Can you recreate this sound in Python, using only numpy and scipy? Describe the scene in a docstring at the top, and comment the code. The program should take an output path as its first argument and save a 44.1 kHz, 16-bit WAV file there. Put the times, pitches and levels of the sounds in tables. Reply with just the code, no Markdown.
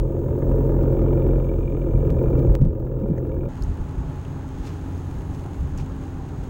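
"""First you hear an outboard motor humming and ticking under water, as it slowly tows a camera in a
sealed housing. Bubbles gurgle, swirling water buffets the housing, and a fish knocks at the lure.
Then, all at once, you are on deck by a bridge: wind rumbles on the microphone, water washes and
splashes, the motor hums faintly and tyres sing far off."""
import sys
import numpy as np
from scipy import signal
from scipy.fft import rfft, irfft, next_fast_len
from scipy.io import wavfile

SR = 44100
rng = np.random.default_rng(int(sys.argv[2]) if len(sys.argv) > 2 else 0)


def generate_wav(signal):
    """Clip the signal to [-1, 1] and save it as 16-bit WAV at the path in sys.argv[1]."""
    frames = np.transpose(np.atleast_2d(signal))
    scaled = np.clip(frames, -1, 1) * 32767
    pcm = np.round(scaled).astype(np.int16)
    wavfile.write(sys.argv[1], SR, pcm)


N = 286209
T = np.arange(N) / SR
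SURFACE_S = 3.484  # the move from under water to the deck
DIP_WAKE_DB, DIP_TREBLE_DB = -7, -10.5  # how far the wake and the treble drop in dip()


def exhaust_hum(firings):
    """The exhaust hums through the water: a deep throb at the firing rate, with higher tones on top."""
    # tones of the hum: multiple_of_firing_rate, relative_db
    tones = [(1, 0.5), (2, -7.5), (3, -5), (5, -15), (6, -21.5), (7, -20.5), (8, -14), (9, -22),
             (10, -16.5), (12, -20.5), (13, -23.5)]
    # loudness of the lowest tone: time_s, level_db
    throb_levels = [(0, -19.5), (.33, -45), (.5, -21), (1.0, -26), (1.3, -17.5), (1.6, -25.5), (2.3, -24.5),
                    (2.9, -34.5), (3.48, -31)]
    throb = undb(curve(throb_levels)) * hum(firings, tones[:1], waver_db=1.5)
    overtones = undb(-21.5 + 0.76 * wake_db()) * hum(firings, tones[1:], waver_db=0.5)
    return throb + overtones


def engine_clatter(firings):
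    """Valves tick and the engine block knocks, each stronger on every other firing."""
    # how the valves ring: pitch_hz, width_hz, relative_db
    valve_rings = [(2372, 80, 0), (2200, 200, -13), (2700, 100, -12), (3650, 260, -20)]
    # loudness of the valves: time_s, level_db
    valve_levels = [(0, -72.5), (.6, -71), (1.15, -58), (1.7, -59), (2.5, -64), (2.8, -67.5), (3.48, -58.5)]
    # how the block rings: pitch_hz, width_hz, relative_db
    block_rings = [(926, 83, 2.5), (1228, 45, 4.5), (1391, 55, -1), (1685, 39, -4.5), (2086, 64, -13.5),
                   (2710, 47, -13.5), (3010, 35, -18.5), (3850, 200, -30)]
    valve_db = curve(valve_levels) + DIP_TREBLE_DB * dip()
    valves = undb(valve_db) * rattle(firings, valve_rings, even_db=-4, odd_db=3, grit=1.3)
    knocks = undb(-51 + 0.8 * wake_db()) * rattle(firings, block_rings, even_db=-4, odd_db=-6, grit=1.2)
    return colour(valves + knocks, [(3800, -1), (4500, -15.5)])  # the housing muffles the treble


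def gurgle(firings):
    """Exhaust bubbles burst in time with the firings and make the housing ring."""
    # tone of the bubbles: pitch_hz, relative_db
    tone = [(110, -27), (180, -18.5), (230, -10), (295, -6), (336, 1), (387, -4.5), (450, -4.5),
            (540, -6.5), (640, -17.5), (776, -24.5), (939, -23.5), (1100, -34.5), (1600, -43), (2400, -76)]
    # how the housing rings: pitch_hz, width_hz, boost_db
    rings = [(271.4, 18, 6.5), (331, 10, 0), (430.8, 13, 4), (538.5, 21, 5), (950, 88, 3), (1233, 67, -2.5),
             (1797, 130, 12)]
    bubbles = noise() * pulses(firings, decay=0.26, even_db=-3, odd_db=-3.5, scatter_db=1)
    return undb(-26 + wake_db()) * unit(colour(bubbles + 0.79 * noise(), tone, rings))


def buffeting():
    """Swirling water shoves the housing, harder while the fish chases the lure."""
    # tone of the rumble: pitch_hz, relative_db
    tone = [(10, -16.5), (22, 3.5), (35, -3), (60, 4.5), (100, 0.5), (160, 0), (200, -14.5), (300, -29),
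            (500, -62)]
    chase_db = 4.5 * bump(2.3, width_s=0.4)
    return undb(-26.5 + 0.51 * wake_db() + chase_db) * shaped_noise(tone)


def line_tugs():
    """Each pull on the fishing line swells and shakes the housing at a low, unsteady pitch."""
    # pulls on the line: start_s, peak_db, pitch_hz, length_s
    tugs = [(1.924, -15.5, 43.12, 0.071), (1.926, -13.5, 128, 0.082), (2.44, -17, 139.4, 0.043),
            (2.469, -8.5, 48.6, 0.074), (2.597, -8, 139.4, 0.052), (2.598, -13.5, 30.5, 0.11),
            (2.64, -18, 167, 0.051), (3.026, -18.5, 205, 0.032), (3.09, -13.5, 163, 0.043)]
    out = np.zeros(N)
    shake = wander(140)
    for start_s, peak_db, pitch_hz, length_s in tugs:
        age = T - start_s
        swell = np.sin(np.pi * np.clip(age / length_s, 0, 1))
        out += undb(peak_db) * swell * np.sin(2 * np.pi * pitch_hz * age + 0.5 * shake)
    return out


def housing_ticks():
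    """Single dry snaps sound against the housing."""
    # tone of one snap: pitch_hz, relative_db
    tone = [(300, -12.5), (900, 6.5), (2000, 0), (4000, -8), (8000, -14), (12000, -22.5), (15000, -12.5)]
    # snaps on the housing: start_s, peak_db
    ticks = [(0.833, -35.5), (1.0166, -38.5), (2.1041, -28.5), (2.393, -31), (2.5527, -19.5), (2.6165, -35),
             (2.6507, -38.5), (2.802, -47), (3.0016, -44), (3.102, -44)]
    impulse = 1.0 * (T == 0)
    snap = colour(impulse, tone)[:SR // 20]
    out = np.zeros(N)
    for start_s, peak_db in ticks:
        place(out, snap, start_s, peak_db)
    return out


def tackle_clicks():
    """Fishing tackle and drops ring briefly; the camera housing adds a bright edge."""
    # small clicks: start_s, peak_db, pitch_hz, decay_s
    clicks = [(3.164, -52, 1894, .003), (3.181, -38, 1860, 0.002), (3.623, -33.5, 5100, 0.0027),
              (3.636, -38, 6300, 0.0032), (3.647, -52, 7200, 0.0017), (4.25, -41, 2783, 0.0048),
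              (4.979, -45.5, 6610, .002), (5.776, -34, 6570, 0.0031), (5.786, -41, 5627, .002),
              (5.799, -40, 2380, .002)]
    out = np.zeros(N)
    age = T[:SR // 20]
    for start_s, peak_db, pitch_hz, decay_s in clicks:
        burst = rng.standard_normal(len(age)) * np.exp(-age / decay_s)
        width_hz = pitch_hz / 4.1
        ring = band(band(burst, pitch_hz, width_hz), pitch_hz, width_hz)
        hardness = pitch_hz / 5000  # low rings have little edge
        edge = 0.48 * hardness * band(burst, 6600, 600) + 0.19 * hardness ** 2 * band(burst, 8800, 4000)
        place(out, ring + edge * np.exp(-age / 0.0026), start_s, peak_db)
    return out


def wind():
    """An unsteady breeze with short gusts rumbles on the microphone."""
    # tone of the wind: pitch_hz, relative_db
    tone = [(10, -26), (25, 16), (50, 17.5), (75, 18), (105, 7), (200, 4.5), (400, -37)]
    # puffs of wind: middle_s, level_db, half_length_s
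    gusts = [(3.625, -25.5, 0.033), (3.703, -23.5, 0.02), (3.814, -25.5, 0.017), (3.996, -22, .022),
             (4.616, -30.5, 0.05), (5.169, -29.5, 0.039), (5.305, -28.5, 0.019), (5.625, -26.5, 0.029),
             (5.787, -32.5, .05)]
    puffs = sum(undb(db) * bump(middle_s, width_s) for middle_s, db, width_s in gusts)
    breeze = undb(-35 + 2.5 * wander(8))
    return (breeze + puffs) * shaped_noise(tone)


def hull_wash():
    """Water washes along the hull."""
    # tone of the wash: pitch_hz, relative_db
    tone = [(60, 10), (140, 25), (170, 18.5), (205, 11.5), (300, 13.5), (400, 10.5), (480, 4), (700, -0.5),
            (850, 2), (1200, -4), (1700, -8.5), (2200, -19.5), (4000, -26)]
    return undb(-33.5 + 0.5 * wander(13)) * shaped_noise(tone)


def spray():
    """A spray of droplets slowly swells once, bringing a thin fizz with it."""
    # tone of the spray: pitch_hz, relative_db
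    tone = [(900, -31), (2000, 7), (2800, 6.5), (3800, 1.5), (5000, -1), (6000, -1), (6500, 8), (7200, 0),
            (9400, -4), (10200, -10), (13500, -9), (15000, -13), (15800, 3.5)]
    fizz_tone = [(9000, -23), (10500, -10), (11200, -2), (12000, -11), (13500, -16)]
    swell = bump(5.23, width_s=0.6)
    droplets = unit(grains(per_second=250, spread_db=7))
    level_db = -59 + 1.5 * swell + 0.5 * wander(10)
    patter = undb(level_db) * unit(colour(noise() + 0.47 * droplets, tone))
    return patter + undb(-73) * swell * shaped_noise(fizz_tone)


def splashes():
    """Each splash is a dense shower of drops that quickly rises and fades."""
    # bursts of drops: middle_s, level_db, rise_and_fade_s
    bursts = [(4.669, -49.5, 0.015), (4.674, -55.5, 0.13), (5.348, -53, 0.0072), (5.786, -52, 0.011),
              (5.807, -50.5, 0.013)]
    tone = [(600, 0), (2500, 5), (4500, -1), (6800, -1), (10000, -14), (15000, -16)]
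    loudness = sum(undb(db) * np.exp(-np.abs(T - middle_s) / fade_s) for middle_s, db, fade_s in bursts)
    return loudness * unit(colour(grains(per_second=3000, spread_db=2), tone))


def hull_slap(start_s, level_db, decay_s):
    """A small wave slaps the hull with a dull, quickly fading plop."""
    tone = [(300, -23), (550, 5), (1000, -4), (1300, -10), (2000, -24)]
    age = np.maximum(T - start_s, 0) / decay_s
    return undb(level_db) * age * np.exp(1 - age) * shaped_noise(tone)


def deck_hum(firings):
    """The motor hums faintly through the open air."""
    # tones of the hum: multiple_of_firing_rate, level_db
    tones = [(1, -44), (2, -35), (3, -50.5), (3.5, -46.5), (6.08, -42), (7, -56.5)]
    return hum(firings, tones, waver_db=1.46)


def tyres():
    """Tyres sing on the bridge: a fluttering note that sinks steadily."""
    pitch_hz = 858 - 23 * (T - SURFACE_S)
    angle = 2 * np.pi * np.cumsum(pitch_hz) / SR
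    return undb(-55.5) * (wander(30) * np.sin(angle) + wander(30) * np.cos(angle))


def faint_hiss():
    """Over a soft hiss, a fine crackle and a flickering, very high hiss rise and fall with the rumble."""
    # tone of the very high hiss: pitch_hz, relative_db
    high_tone = [(9000, -39.5), (13000, -24), (14500, -15), (15200, -7), (15600, 9.5), (16000, -14.5)]
    # tone of the soft hiss: pitch_hz, relative_db
    soft_tone = [(1000, 3), (3500, 0), (4500, -9.5), (6000, -8), (6500, 6.5), (7200, -2), (9500, -4),
                 (10200, -17.5), (13000, -6), (16000, -4.5)]
    crackle_tone = [(1000, -4.5), (4000, -3), (9000, -5.5), (13000, -1.5), (15500, 6.5)]
    crackle = undb(-68) * unit(colour(grains(per_second=90, spread_db=4), crackle_tone))
    high_hiss = undb(-62.5 + 1.5 * wander(60)) * shaped_noise(high_tone)
    soft_hiss = undb(-65.5 + DIP_TREBLE_DB * dip()) * shaped_noise(soft_tone)
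    return undb(0.72 * wake_db()) * (crackle + high_hiss) + soft_hiss


def wake_db():
    """Strength of the churned water at the housing, with the dip included."""
    # strength of the wake: time_s, relative_db
    strength = [(.1, -4), (.55, 2), (.87, 2.5), (1.25, 2), (1.65, -4), (1.9, -3), (2.3, 2), (2.75, -1.5),
                (3.15, -0.5), (3.48, -2.5)]
    return curve(strength) + DIP_WAKE_DB * dip()


def dip(start_s=2.555, fall_s=0.024, recover_s=1.52):
    """After the hardest knock the sound drops and creeps back; this is the depth, from 0 to 1."""
    age = T - start_s
    return np.clip(age / fall_s, 0, 1) * np.clip(1 - age / recover_s, 0, 1)


def hum(firings, tones, waver_db):
    """Pure tones at multiples of the firing rate, each wavering in loudness by itself."""
    out = np.zeros(N)
    for multiple, db in tones:
        height = np.sqrt(2) * undb(db + waver_db * wander(4.8))
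        out += height * np.sin(2 * np.pi * (multiple * firings + rng.random()))
    return out


def rattle(firings, rings, even_db, odd_db, grit):
    """A loosely timed blow at each firing, followed by a gritty burst, makes metal ring."""
    loose = firings + 0.04 * wander(25)
    count = loose.astype(int)
    blows = unit(np.diff(count, prepend=0) * firing_strength(count, even_db, odd_db, scatter_db=3.5))
    drive = blows + grit * noise() * pulses(loose, 0.12, even_db, odd_db, scatter_db=3)
    ringing = sum((-1) ** k * undb(db) * band(drive, hz, width) for k, (hz, width, db) in enumerate(rings))
    return unit(ringing)


def pulses(firings, decay, even_db, odd_db, scatter_db):
    """Loudness that jumps at each firing and fades; decay is a share of the gap between firings."""
    age = firings % 1
    strength = firing_strength(firings.astype(int), even_db, odd_db, scatter_db)
    return unit(strength * age * np.exp(-age / decay))


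def firing_strength(count, even_db, odd_db, scatter_db):
    """Two unequal cylinders take turns, and each firing varies by chance."""
    chance = rng.standard_normal(N // 100)[count]
    return undb(scatter_db * chance + np.where(count % 2, odd_db, even_db))


def colour(x, tone, rings=()):
    """Filter x by a tone (pitch_hz, relative_db) and rings (pitch_hz, width_hz, boost_db)."""
    size = next_fast_len(N + SR // 4) * 2
    hz = np.arange(size // 2 + 1) * SR / size + 1
    tone_hz, tone_db = np.transpose(tone)
    db = np.interp(np.log(hz), np.log(tone_hz), tone_db)
    db -= 24 * np.log2(np.maximum(hz / tone_hz[-1], 1))  # steep fall above the last point
    for pitch_hz, width_hz, boost_db in rings:
        db += boost_db / (1 + (2 * (hz - pitch_hz) / width_hz) ** 2)
    # make the filter ring only after a sound, never before it
    cepstrum = irfft(np.log(undb(db)))
    cepstrum[1:size // 2] *= 2
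    cepstrum[size // 2 + 1:] = 0
    return irfft(rfft(x, size) * np.exp(rfft(cepstrum)))[:N]


def band(x, pitch_hz, width_hz):
    """Let x ring around one pitch."""
    return signal.lfilter(*signal.iirpeak(pitch_hz, pitch_hz / width_hz, fs=SR), x)


def grains(per_second, spread_db):
    """Tiny pops of uneven size at random times."""
    hits = rng.random(N) < per_second / SR
    return hits * np.sign(noise()) * undb(spread_db * np.clip(noise(), -2, 2))


def wander(rate_hz):
    """A smooth random drift that changes about rate_hz times a second."""
    hz = np.arange(N // 2 + 1) * SR / N
    return unit(irfft(rfft(noise()) * np.exp(-(hz / rate_hz) ** 2), N))


def place(out, sound, start_s, peak_db):
    """Add a short sound to out."""
    out[int(start_s * SR):][:len(sound)] += undb(peak_db) * sound / np.abs(sound).max()


def bump(middle_s, width_s):
    """A smooth rise to 1 and back."""
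    return np.exp(-((T - middle_s) / width_s) ** 2)


def curve(points):
    """Join (time_s, value) points with straight lines."""
    return np.interp(T, *np.transpose(points))


def shaped_noise(tone):
    return unit(colour(noise(), tone))


def noise():
    return rng.standard_normal(N)


def unit(x):
    """Scale x to an average power of 1."""
    return x / np.sqrt(np.mean(x ** 2))


def undb(db):
    """Turn decibels into a multiplier."""
    return 10 ** (np.asarray(db) / 20)


def scene():
    """Under water first, then on deck, with the same motor running."""
    # motor speed: time_s, firing_rate_hz
    speed = [(.1, 42.34), (.45, 43.69), (1.3, 44.22), (1.6, 43.28), (2.8, 42.42), (3.35, 42.54),
             (3.8, 43.46), (5.3, 44.17), (5.7, 44.15), (6.49, 42.27)]
    firing_hz = curve(speed) * (1 + 0.00567 * wander(8.9))
    firings = np.cumsum(firing_hz) / SR  # running count
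    below = exhaust_hum(firings) + engine_clatter(firings) + gurgle(firings)
    below += buffeting() + faint_hiss() + line_tugs() + housing_ticks()
    deck = wind() + hull_wash() + spray() + splashes()
    deck += hull_slap(start_s=5.453, level_db=-40, decay_s=0.0061) + tyres() + deck_hum(firings)
    on_deck = np.clip((T - SURFACE_S) / 0.004, 0, 1)
    return ((1 - on_deck) * below + on_deck * deck + tackle_clicks())[None]


def record(dry):
    """The camera cuts off the highest treble."""
    top_hz = 15750
    return signal.sosfilt(signal.ellip(10, 0.2, 80, top_hz, fs=SR, output="sos"), dry)


dry = scene()
out = record(dry)
generate_wav(out)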